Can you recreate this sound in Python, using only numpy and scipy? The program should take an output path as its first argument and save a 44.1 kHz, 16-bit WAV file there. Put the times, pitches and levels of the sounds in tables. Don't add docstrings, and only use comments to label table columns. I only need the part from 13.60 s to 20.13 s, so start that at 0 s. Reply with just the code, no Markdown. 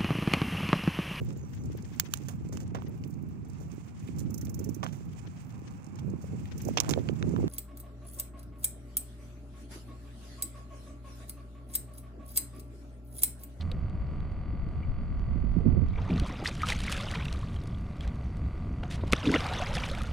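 import sys
import numpy as np
from scipy import signal
from scipy.fft import rfft, irfft, next_fast_len
from scipy.io import wavfile
from scipy.ndimage import uniform_filter1d

SR = 44100
rng = np.random.default_rng(int(sys.argv[2]) if len(sys.argv) > 2 else 0)


def convert_level_to_amplitude(level_db):
    exponent = np.asarray(level_db, float) / 20
    return 10 ** exponent


def persist_wave(psi):
    counts = np.round(np.clip(psi, -1, 1) * 32767).astype(np.int16)
    wavfile.write(sys.argv[1], SR, np.atleast_2d(counts).T)


N = 287867

# start_s, hold_s, release_s (for 20 dB), level_db, fine_spray_db (above level)
THROWS = [(2.267, 0.077, -16.04, -62, -21), (2.385, .08, -1.63, -54, -19), (2.49, .34, -0.73, -48.5, -20),
          (2.858, 0.008, -0.03, -40.5, -7.5), (2.882, 0.0074, 1.32, -52.5, -3),
          (3.007, 0.0131, 0.25, -42.5, -21), (3.084, 0.0067, 0.8069, -40.5, -11),
          (3.272, 0.0047, 0.0921, -38.5, -23.5), (3.326, 0.012, 0.45, -39.5, -9),
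          (3.497, 0.051, 0.4377, -46, -29.5), (4.41, .06, .08, -56, -22), (5.245, 0.39, .05, -59, -13.5),
          (5.319, 0.0184, 0.15, -49.5, -17.5), (5.447, .06, 5.42, -63, -21), (5.548, 0.015, 0.1, -41, -12),
          (5.564, 0.075, 0.37, -45.5, -15.5), (5.651, 0.124, 0.08, -38, -16),
          (5.747, 0.0173, 0.1335, -34, -21), (5.801, 0.257, 0.5435, -39, -17.5),
          (6.149, .02, 0.5, -38, -14.5)]
# start_s, hold_s, release_s (for 20 dB), level_db
GURGLES = [
    (2.38, 0.46, 0.03, -46.5),
    (2.885, 0.0041, 0.0365, -37.5),
    (3.035, 0.0057, -0.04, -41),
    (3.095, 0.011, 0.0577, -37),
    (3.3, 0.266, 0.4, -46),
    (4.41, 0.0226, -0.64, -54),
    (5.23, 0.34, 1.6, -54),
    (5.56, .14, 0.14, -43),
    (5.74, 0.024, -0.0058, -27.5),
    (5.8, 0.321, 0.74, -39.5),
]
ATTACK_S = 0.0238
# pitch_hz, level_db (per Hz)
FIZZ_COLOUR = [(3000, 4), (4500, -4), (6000, -10), (8000, -12), (10300, -14), (11500, -28), (12800, -24),
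               (15400, -34), (16400, -50)]
# start_s, length_s, hiss_db, body_db
SHEETS = [(2.658, 0.0314, -55, -2), (2.844, 0.0563, -47.5, 6), (3.073, 0.067, -45, 5),
          (3.298, 0.042, -47.5, 0.5), (3.54, 0.019, -56.5, 13), (4.415, 0.045, -67, 8),
          (5.297, 0.07, -52.5, -0.5), (.004, .028, -74, 19), (5.469, .012, -62, 8), (5.515, 0.0284, -53, 9),
          (5.651, 0.0344, -56, 13), (5.726, 0.0377, -53.5, 12.5), (6.135, 0.039, -45.5, -16)]
# start_s, level_db, pitch_hz
AIR_POCKETS = [
    [(2.42, -48, 160.4), (2.476, -44.5, 182.9), (2.518, -17.5, 171.4), (2.68, -56.5, 182.7)],
    [(5.6, -58.5, 171.1), (5.676, -17, 285.8), (5.768, -31, 228), (5.85, -47, 169)],
]
# start_s, level_db, pitch_hz, t60_s
BUBBLES = [(0.115, -45, 499, 0.1), (1.232, -46, 2272, .035), (2.388, -40, 930, 0.05),
           (2.478, -40, 890, .04), (2.508, -38, 620, .07), (2.562, -26, 170, .06), (2.62, -32, 275, .08),
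           (2.625, -40, 650, .04), (3.4, -38, 1120, .04), (3.552, -32, 1000, .02), (3.602, -36, 1500, .025),
           (3.747, -40, 1200, .03), (5.663, -31, 420, .04), (5.72, -30, 450, .03), (6.44, -36, 1400, .025),
           (2.499, -27, 328, 0.0243), (2.7, -32, 280, 0.04), (2.826, -27.5, 341, 0.0247),
           (3.033, -21.5, 1249, 0.0488), (3.295, -34.5, 1239, 0.0435), (3.83, -38, 1100, 0.03),
           (5.235, -38, 713.6, 0.07), (5.437, -28, 330, 0.02), (5.5325, -11, 400, 0.015),
           (5.533, -13, 270, .02), (2.582, -36, 1190, .03), (2.6615, -37, 1030, .03),
           (2.698, -38, 1010, .03), (2.338, -46, 2250, .02), (2.38, -44, 2300, .03),
           (4.435, -45, 2300, .02), (4.448, -45, 1600, .02), (5.992, -31, 996, .03),
           (5.744, -18, 295, 0.0574), (5.855, -34.5, 794, 0.046), (5.914, -26, 729, 0.0243),
           (6.001, -30.5, 583.2, 0.068), (6.019, -29.5, 708.6, 0.0596), (6.189, -36, 1004, 0.039),
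           (6.313, -36, 546, 0.09), (6.408, -32.5, 1250, 0.0384)]
# start_s, level_db, pitch_hz
SMALL_DROPS = [(2.36, -37.5, 2257), (2.4494, -40.5, 1650), (2.5037, -31, 2376), (2.577, -38.5, 1920),
               (2.661, -38.5, 2250), (2.71, -35.5, 1970), (2.8578, -17, 1900), (2.913, -35, 2420),
               (3.0054, -31.5, 1814), (3.018, -26.5, 2285), (3.097, -23, 2425), (3.1218, -18, 2022),
               (3.2035, -39, 1880), (3.2522, -33, 1870), (3.281, -22, 2170), (3.3811, -30.5, 2630),
               (3.486, -29.5, 3000), (3.539, -26, 1884), (3.5555, -26, 2360), (3.6099, -29.5, 2297),
               (3.6243, -32, 2490), (3.6554, -30, 2690), (3.683, -32, 2643),
               (3.963, -39.5, 3165), (4.1461, -43.5, 3320), (4.4076, -34.5, 3243),
               (5.5328, -17, 2552), (5.6303, -29, 2786), (5.6552, -23.5, 2588), (5.6728, -25, 3465),
              (5.6935, -25, 1506), (5.7406, -14.5, 2012), (5.76, -18, 2787), (5.89, -30.5, 2330),
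              (6.0235, -28.5, 2606), (6.0661, -29.5, 2150), (6.168, -26, 1765), (6.18, -26, 2635),
              (6.2364, -22.5, 2360), (6.3494, -34, 2140), (6.489, -41, 2286)]
DROP_T60_S = 0.01225
# start_s, level_db, body_db (above level)
SLAPS = [(0.116, -34, 11), (2.598, -26, 12.5), (2.848, -25.5, 4.5), (2.8772, -22.5, -11),
         (3.019, -26.5, 4.5), (3.0747, -27.5, -6.5), (3.1021, -18, 10.5), (3.2971, -23.5, -10),
         (3.3187, -16.5, -11.5), (3.653, -29, 4), (3.7271, -28.5, 10.5), (4.0369, -36, -9.5),
         (4.075, -37, 4.5), (4.408, -38.5, 14), (4.4765, -38, 14), (5.2357, -42, 8), (5.5241, -30, 13),
         (5.533, -13, 2), (6.153, -25.5, -6.5), (6.314, -28, -6), (6.418, -29, 5), (6.4345, -28, 0)]
# start_s, level_db, body_db (above level)
TICKS = [(0.2971, -50, 10), (0.6045, -57, 18), (0.7178, -52, 6), (1.088, -55, 8), (1.1724, -54, 9),
         (1.5948, -58, 18), (1.9215, -51, 6), (2.2844, -50, 10), (4.557, -45, 9), (4.7694, -43, 10)]
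SNAP_S, SNAP_DB = 5.5246, -10
# start_s, length_s, level_db, top_hz
KNOCKS = [(2.378, .02, -47, 1300), (3.432, .006, -45, 2500), (3.465, .012, -42, 1400),
          (5.231, .009, -41, 3000), (5.433, .011, -38, 800), (5.5255, .006, -32, 2800),
          (5.531, .005, -18.5, 2900), (5.537, .005, -38, 3000), (5.738, .008, -29, 2300),
          (5.755, .008, -32, 1800), (6.24, .006, -38, 3000)]
# start_s, level_db, pitch_hz
SPECKS = [(0.0094, -33, 3920), (0.0174, -42, 3740), (0.1156, -33, 3330), (0.4683, -59, 4510),
          (2.355, -49, 3200), (2.4254, -48, 3800), (2.5032, -35, 3320), (2.5601, -45, 3740),
          (2.578, -32, 3950), (2.6339, -40, 3930), (2.6539, -39, 3300), (2.7018, -41, 3350),
          (2.7536, -46, 3370), (2.8659, -26, 4140), (2.8744, -21, 4670), (2.9407, -46, 6230),
          (2.9662, -44, 4420), (3.032, -34, 3220), (3.0854, -25, 3260), (3.1872, -41, 3200),
          (3.2031, -34, 3990), (3.3474, -33, 3200), (3.3662, -33, 3300), (3.4106, -31, 3700),
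          (3.4341, -36, 4430), (3.458, -37, 3240), (3.485, -34, 3200), (3.5109, -39, 3350),
          (3.5508, -30, 3610), (3.6052, -38, 3570), (3.6334, -38, 3220), (3.682, -33, 3290),
          (3.7708, -42, 3420), (3.8127, -47, 3260), (3.8631, -47, 4200), (3.8846, -46, 3750),
          (3.937, -49, 3360), (4.0154, -45, 4440), (4.0951, -50, 3200), (5.659, -26, 3450),
          (5.8661, -34, 4480), (5.888, -31, 3420), (6.0137, -31, 3240), (6.0691, -35, 3320),
          (6.1275, -33, 3370), (6.1509, -24, 4710), (6.1674, -28, 3210), (6.2387, -28, 3380),
          (6.2996, -32, 3200), (6.349, -36, 3430), (6.3894, -40, 3330)]
SPECK_DB, SPECK_T60_S, SPECK_WIDTH = -3, .018, 1.16
# start_s, turns_per_s
SHAFT = [(0, 43.43), (2.3, 43.43), (4.2, 43.48), (6.53, 43.48)]
# pitch_hz, level_db
HUM_COLOUR = [(350, -4), (1000, -6), (1550, -9), (1750, -18), (2300, -13), (3000, -19), (3500, -24),
              (3750, -29), (4400, -28), (4800, -29), (5200, -37)]
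HUM_DB = -67
# pitch_hz, level_db
ORDERS_HEARD = [(565.2, -66), (651.4, -69), (780.6, -73), (1087, -72), (1303, -75), (1610, -78),
                (1653, -79), (2040, -75), (2083, -76), (2390, -82), (2433, -81), (2606, -81), (2735, -82),
                (3386, -88), (3429, -85), (4040, -93), (4430, -88), (4473, -92), (4689, -89), (694.4, -66),
                (737.5, -67), (866.7, -71), (952.8, -68), (1044, -73), (1130, -66), (1174, -65),
                (1217, -67), (1260, -73), (1432, -70), (1911, -75), (1954, -74), (1997, -73), (2169, -74),
                (2261, -76), (4517, -83), (4560, -81)]
# shaft_multiple, level_db
LATE_ORDERS = [(55, -80), (102, -79)]
LATE_S, LATE_RUMBLE_DB = 2.5, 3.5
# start_s, level_db
WIND = [(0.0, -29.5), (0.49, -31), (1.02, -31.5), (1.44, -30.5), (1.91, -26.5), (2.05, -28.5), (2.11, -23),
        (2.24, -30.5), (2.47, -27.5), (2.62, -26.5), (2.74, -43.5), (3.14, -36), (4.75, -36), (4.85, -32),
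        (4.93, -37.5), (5.5, -33), (5.74, -35), (6.53, -35)]
# pitch_hz, level_db (per Hz)
RUMBLE_COLOUR = [(8.8, -29), (15, -3), (43, -5), (63, -2), (162, -12.5), (210, -11), (295, -20), (324, -27),
                 (427, -30), (462, -31.5), (600, -35.5), (780, -68), (1320, -120)]
# pitch_hz, level_db
UPPER_COLOUR = [(90, -7.5), (150, 3.0), (230, -3.5), (300, -9.0), (450, -20.5), (800, -38), (1600, -120)]
UPPER_DB, UPPER_FOLLOW, CALM_DB = -45, 0.13, -34.5
# start_s, left_over_right_db
LEAN = [(0.0, -2.5), (0.28, -9), (0.37, 0), (1.65, -0.5), (1.771, -13), (2.149, -6), (2.35, -5.5),
        (2.7, -18.5)]
# start_s, hold_s, release_s (for 20 dB), level_db
GUSTS = [
    (1.62, 0.163, 2.88, -50),
    (1.82, 0.022, 0.02, -37),
    (1.965, 0.0061, -0.234, -26.5),
    (2.055, 0.0302, 0.131, -19),
    (2.13, 0.1015, .03, -24),
]
# pitch_hz, level_db (per Hz)
GUST_COLOUR = [(35, -36.5), (60, -1), (81, 5.5), (271, -5.5), (308, -17), (404, -15), (828, -46),
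               (1000, -36.5), (1300, -76.5), (2200, -120)]
# start_s, level_db, pitch_hz
BUFFETS = [(1.758, -21.5, 123.3), (1.839, -24, 156), (1.966, -16, 154.2), (2.054, -26.5, 250.3),
           (2.06, -40, 380), (2.147, -39, 340), (2.17, -44, 400), (2.219, -23, 125.1)]
# pitch_hz, likeness (0-1)
SAME = [(60, 0.695), (150, 1), (380, 0.95), (950, 0.7), (2380, 1), (5980, 0.21), (15000, 0.32)]
# pitch_hz, level_db (per Hz)
SEA_COLOUR = [(180, -19), (300, 1), (490, -4.5), (730, -2), (810, -13), (1170, -9), (1750, -22),
              (2000, -15.5), (3760, -33), (4600, -31), (5100, -36), (8800, -40), (11000, -47), (16000, -79)]
SEA_DB = -55
MIST_DB, MIST_S, DRIP_S, DRIP_DB, EARLIER_DB, EARLIER_S = -11, 0.084, 2.5, -67, -58, 0.25
# start_s, width (0-1)
WIDTH = [
    (0, 0.36),
    (2.3, 0.95),
    (2.45, 0.14),
    (2.75, 0.01),
    (5.9, 0.01),
    (6.2, 0.07),
    (6.53, 0.12),
]


def evened(x):
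    return x / np.sqrt(np.mean(x ** 2) + 1e-20)


def read(points, hz):
    f, value = np.transpose(points)
    return np.interp(np.log(hz + 1), np.log(f + 1), value)


def add(mix, s, sound):
    part = mix[max(round(s * SR), 0):][:len(sound)]
    part += sound[:len(part)]


def band(x, lo_hz, hi_hz, order=2):
    return signal.sosfilt(signal.butter(order, [lo_hz, hi_hz], "band", fs=SR, output="sos"), x)


def coloured(x, points):
    size = next_fast_len(N)
    gain = convert_level_to_amplitude(read(points, np.fft.rfftfreq(size, 1 / SR)))
    return irfft(rfft(x, size) * gain, size)[..., :N]


def lumps(seconds):
    size = max(int(seconds * SR), 1)
    return evened(uniform_filter1d(uniform_filter1d(rng.standard_normal(N), size), size))


def pair(points, same):
    size = next_fast_len(N)
    hz = np.fft.rfftfreq(size, 1 / SR)
    a, b = rfft(rng.standard_normal((2, size))) * convert_level_to_amplitude(read(points, hz))
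    c = np.clip(same(hz), 0, 1)
    return evened(irfft(np.array([a, c * a + np.sqrt(1 - c ** 2) * b]), size)[:, :N])


def amp_of(rows):
    rows, t = np.array(rows), np.arange(N) / SR
    fade = np.clip(np.minimum(t - rows[0, 0] + .02, rows[-1, 0] + .02 - t) / .02, 0, 1)
    return convert_level_to_amplitude(np.interp(t, rows[:, 0], rows[:, 1])) * fade


def surges(rows, extra_db=0):
    start, hold, release, db = np.transpose(rows)[:4, :, None]
    t = np.arange(0, N / SR + .001, .001)
    rise = np.maximum(start - t, 0) / ATTACK_S
    fall = np.maximum(t - start - abs(hold), 0) / abs(release)
    power = (convert_level_to_amplitude(db + extra_db - 20 * np.minimum(rise + fall, 10)) ** 2).sum(0)
    return np.interp(np.arange(N) / SR, t, np.sqrt(power))


def grains(per_s, lo_hz, hi_hz, cycles, spread_db, count=24):
    when, kind, strength = rng.random((3, N))
    at = np.flatnonzero(when < per_s / SR)
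    out = np.zeros(N)
    for k, hz in enumerate(np.geomspace(lo_hz, hi_hz, count)):
        u = np.arange(int(3 * cycles / hz * SR) + 4) / SR * hz
        ring = np.sin(2 * np.pi * u * (1 + 0.0656 * u / cycles))
        shape = ring * np.exp(-2 * u / cycles) * (1 - np.exp(-u / 0.57))
        for i in at[(kind[at] * count).astype(int) == k]:
            gain = convert_level_to_amplitude(spread_db * min(-np.log(strength[i] + 1e-9), 4))
            add(out, i / SR, gain * shape / np.sqrt(len(u)))
    return evened(out)


def hiss():
    landings = convert_level_to_amplitude(5 * np.minimum(rng.exponential(1, N), 3)) * (rng.random(N) < 60 / SR)
    crackle = .8 + evened(signal.lfilter([1], [1, -np.exp(-1 / (.0018 * SR))], landings))
    clumped = crackle * convert_level_to_amplitude(2 * lumps(0.012)) * rng.standard_normal((2, N))
    fine = evened(band(coloured(clumped[0], FIZZ_COLOUR), 4760, 17000))
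    return fine, evened(band(clumped[1], 870, 2930))


def splash():
    fine, body = hiss()
    fizz = 0.665 * grains(1200, 1100, 3735, 13.0, 4) + 0.36 * grains(600, 1867, 6040, 14, 3.72) + .38 * body
    ticks = evened(band(coloured(grains(400, 5040, 11840, 6.5, 3.0), FIZZ_COLOUR), 4200, 15500))
    churn = evened(band(rng.standard_normal(N), 420, 1695))
    gurgle = 0.77 * grains(350, 419.45, 1419.2, 10.08, 3.85) + 0.29 * churn
    out = convert_level_to_amplitude(-3.0) * surges(THROWS) * evened(fizz)
    out += convert_level_to_amplitude(-1.0) * surges(GURGLES) * evened(gurgle)
    out += surges(THROWS, np.array(THROWS)[:, 4:]) * evened(.3 * ticks + 1.78 * fine)

    sheet_hiss = evened(band(coloured(rng.standard_normal(N), FIZZ_COLOUR), 4450, 13900))
    even = evened(0.22 * fine + sheet_hiss)
    lower = evened(0.22 * body + evened(band(rng.standard_normal(N), 1600, 3910)))
    for s, seconds, db, body_db in SHEETS:
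        at = slice(round(s * SR), round((s + seconds) * SR))
        sheet = even[at] + convert_level_to_amplitude(body_db) * lower[at]
        add(out, s, convert_level_to_amplitude(db) * sheet * signal.windows.tukey(len(sheet), .3))
    return out


def plunge():
    out = np.zeros(N)
    for rows in AIR_POCKETS:
        s, _, hz = np.transpose(rows)
        phase = 2 * np.pi * np.cumsum(np.interp(np.arange(N) / SR, s, hz)) / SR
        wobble = lumps(0.0068) * np.cos(phase) + lumps(0.00241) * np.sin(phase)
        overtone = 0.35 * lumps(0.0077) * np.sin(1.6 * phase)
        out += convert_level_to_amplitude(-5.5) * amp_of(rows) * evened(wobble + 1.12 * np.sin(phase) + overtone)
    return out


def drops():
    out, t = np.zeros(N), np.arange(3000) / SR
    rings = BUBBLES + [(*row, DROP_T60_S) for row in SMALL_DROPS]
    chance = rng.random((len(rings), 2))
    for (s, db, hz, t60), (ratio, late) in zip(rings, chance):
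        u = t / max(t60, .003)
        neighbour = (s + 0.004128 * late, hz * (0.745 + 0.6623 * ratio), -9)
        for start, pitch, drop_db in ((s, hz, 3), neighbour):
            ring = np.sin(2 * np.pi * pitch * t * (1 + 0.018 * u))
            add(out, start, convert_level_to_amplitude(db + drop_db - 60 * u) * ring * (1 - np.exp(-t / 0.000466)))
    return out


def slaps():
    out, t = np.zeros(N), np.arange(3000) / SR
    add(out, SNAP_S, convert_level_to_amplitude(SNAP_DB) * np.diff(np.exp(-(t * SR / 2.1 - 4) ** 2)) * 2)
    noise = rng.standard_normal((len(SLAPS + TICKS), 2, 3000))
    for (s, db, body_db), (a, b) in zip(SLAPS + TICKS, noise):
        crack = evened(band(a, 3000, 10500, order=3)) * convert_level_to_amplitude(-60 * t / .011)
        body = convert_level_to_amplitude(body_db + 2 - 60 * t / 0.009) * evened(band(b, 1600, 4200))
        add(out, s, convert_level_to_amplitude(db - 15) * (crack + body))
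    return out


def hull():
    out, t = np.zeros(N), np.arange(1200) / SR
    noise = rng.standard_normal((len(KNOCKS + SPECKS), len(t)))
    for (s, seconds, db, top_hz), puff in zip(KNOCKS, noise):
        size = min(round(seconds * SR), len(t))
        add(out, s, convert_level_to_amplitude(db) * evened(band(puff, 220, top_hz, order=4)[-size:] * np.hanning(size)))
    for (s, db, hz), puff in zip(SPECKS, noise[len(KNOCKS):]):
        tick = evened(band(puff, hz / SPECK_WIDTH, hz * SPECK_WIDTH)) * (1 - np.exp(-t / .0008))
        add(out, s, convert_level_to_amplitude(db + SPECK_DB - 60 * t / SPECK_T60_S) * tick)
    return out


def pump():
    s, speed = np.transpose(SHAFT)
    t = np.arange(N) / SR
    turns = np.cumsum(np.interp(t, s, speed)) / SR
    k = np.arange(8, 118)
    db = HUM_DB + read(HUM_COLOUR, k * speed[0]) + 0.28 * rng.standard_normal(len(k))
    for hz, line_db in ORDERS_HEARD:
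        db[round(hz / speed[0]) - k[0]] = line_db + 4.5 * (hz > 4000)
    phase = 2 * np.pi * k * (.27 + .0004 * k) + .9 * rng.standard_normal(len(k))
    wheel = np.linspace(0, 1, 4096)
    one_turn = np.sqrt(2) * convert_level_to_amplitude(db) @ np.cos(2 * np.pi * k[:, None] * wheel - phase[:, None])
    hum = np.interp(turns % 1, wheel, one_turn) * convert_level_to_amplitude(.7 * lumps(0.032))
    for order, order_db in LATE_ORDERS:
        hum += (t > LATE_S) * np.sqrt(2) * convert_level_to_amplitude(order_db) * np.cos(2 * np.pi * order * turns)
    return np.array([convert_level_to_amplitude(-2.5) * hum, np.roll(hum, 2)])


def wind():
    t = np.arange(N) / SR
    lumpy = convert_level_to_amplitude(np.array([3.55 * lumps(0.018), 1.1 * lumps(.02)]))
    rumble = pair(RUMBLE_COLOUR, lambda hz: read(SAME, hz) - .45) * lumpy
    lean = np.interp(t, *np.transpose(LEAN))
    force = amp_of(WIND)
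    low = evened(band(rumble, 5.6, 132.6)) * convert_level_to_amplitude(np.array([lean, -lean]) / 2) * force
    upper = pair(UPPER_COLOUR, lambda hz: read(SAME, hz)) * convert_level_to_amplitude(2.35 * lumps(0.012))
    upper_gain = convert_level_to_amplitude(UPPER_DB + LATE_RUMBLE_DB * (t > LATE_S)) * (force / convert_level_to_amplitude(CALM_DB)) ** UPPER_FOLLOW
    return low + upper_gain * upper


def gust():
    rough = coloured(rng.standard_normal(N), GUST_COLOUR) * convert_level_to_amplitude(3.2 * lumps(.008))
    right = convert_level_to_amplitude(3) * surges(GUSTS) * evened(rough)
    t = np.arange(2000) / SR
    sag = 1 + 1.11 * np.exp(-t / 0.0055)
    shape = np.exp(-t / 0.01075) * (1 - np.exp(-t / 0.00153)) ** 2
    for s, db, hz in BUFFETS:
        add(right, s, convert_level_to_amplitude(db + 8) * np.sin(2 * np.pi * hz * np.cumsum(sag) / SR) * shape)
    return np.array([np.zeros(N), right])


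def sea():
    wash = convert_level_to_amplitude(SEA_DB + 1.2 * lumps(0.047)) * pair(SEA_COLOUR, lambda hz: read(SAME, hz))
    t, keep = np.arange(N) / SR, np.exp(-1 / (MIST_S * SR))
    mist = convert_level_to_amplitude(MIST_DB) * signal.lfilter([1 - keep], [1, -keep], surges(THROWS))
    swell = mist + convert_level_to_amplitude(DRIP_DB) * (t > DRIP_S) + convert_level_to_amplitude(EARLIER_DB - 20 * t / EARLIER_S)
    return wash + convert_level_to_amplitude(-13.5) * swell * evened(band(rng.standard_normal(N), 2700, 9660))


def scene():
    water = splash() + plunge() + drops() + slaps() + hull()
    side = convert_level_to_amplitude(-5.5) * np.roll(water, 40)
    return np.array([water + side, water - side]) + pump() + wind() + gust() + sea()


def top_cut(x):
    return signal.sosfilt(signal.butter(12, 16510, fs=SR, output="sos"), x)


def record(dry):
    s, width = np.transpose(WIDTH)
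    width = np.clip(np.interp(np.arange(N) / SR, s, width), 0, 1)
    mid, side = (dry[0] + dry[1]) / 2, (dry[0] - dry[1]) / 2
    top_filter = signal.firwin(255, [11500, 15800], pass_zero=False, fs=SR)
    top = signal.oaconvolve(mid, top_filter, "same")
    deep = signal.filtfilt(*signal.butter(2, 55, fs=SR), mid)
    mid = mid - (1 - width) * 0.35 * deep
    side = width * side - (1 - width) * top * (0.34 + 0.6 * lumps(0.00022))
    low_pass = signal.firwin(255, 15900, fs=SR)[None]
    mix = signal.oaconvolve(np.array([mid + side, mid - side]), low_pass, "same", axes=1)
    return top_cut(mix)


dry = scene()
out = record(dry)
persist_wave(out)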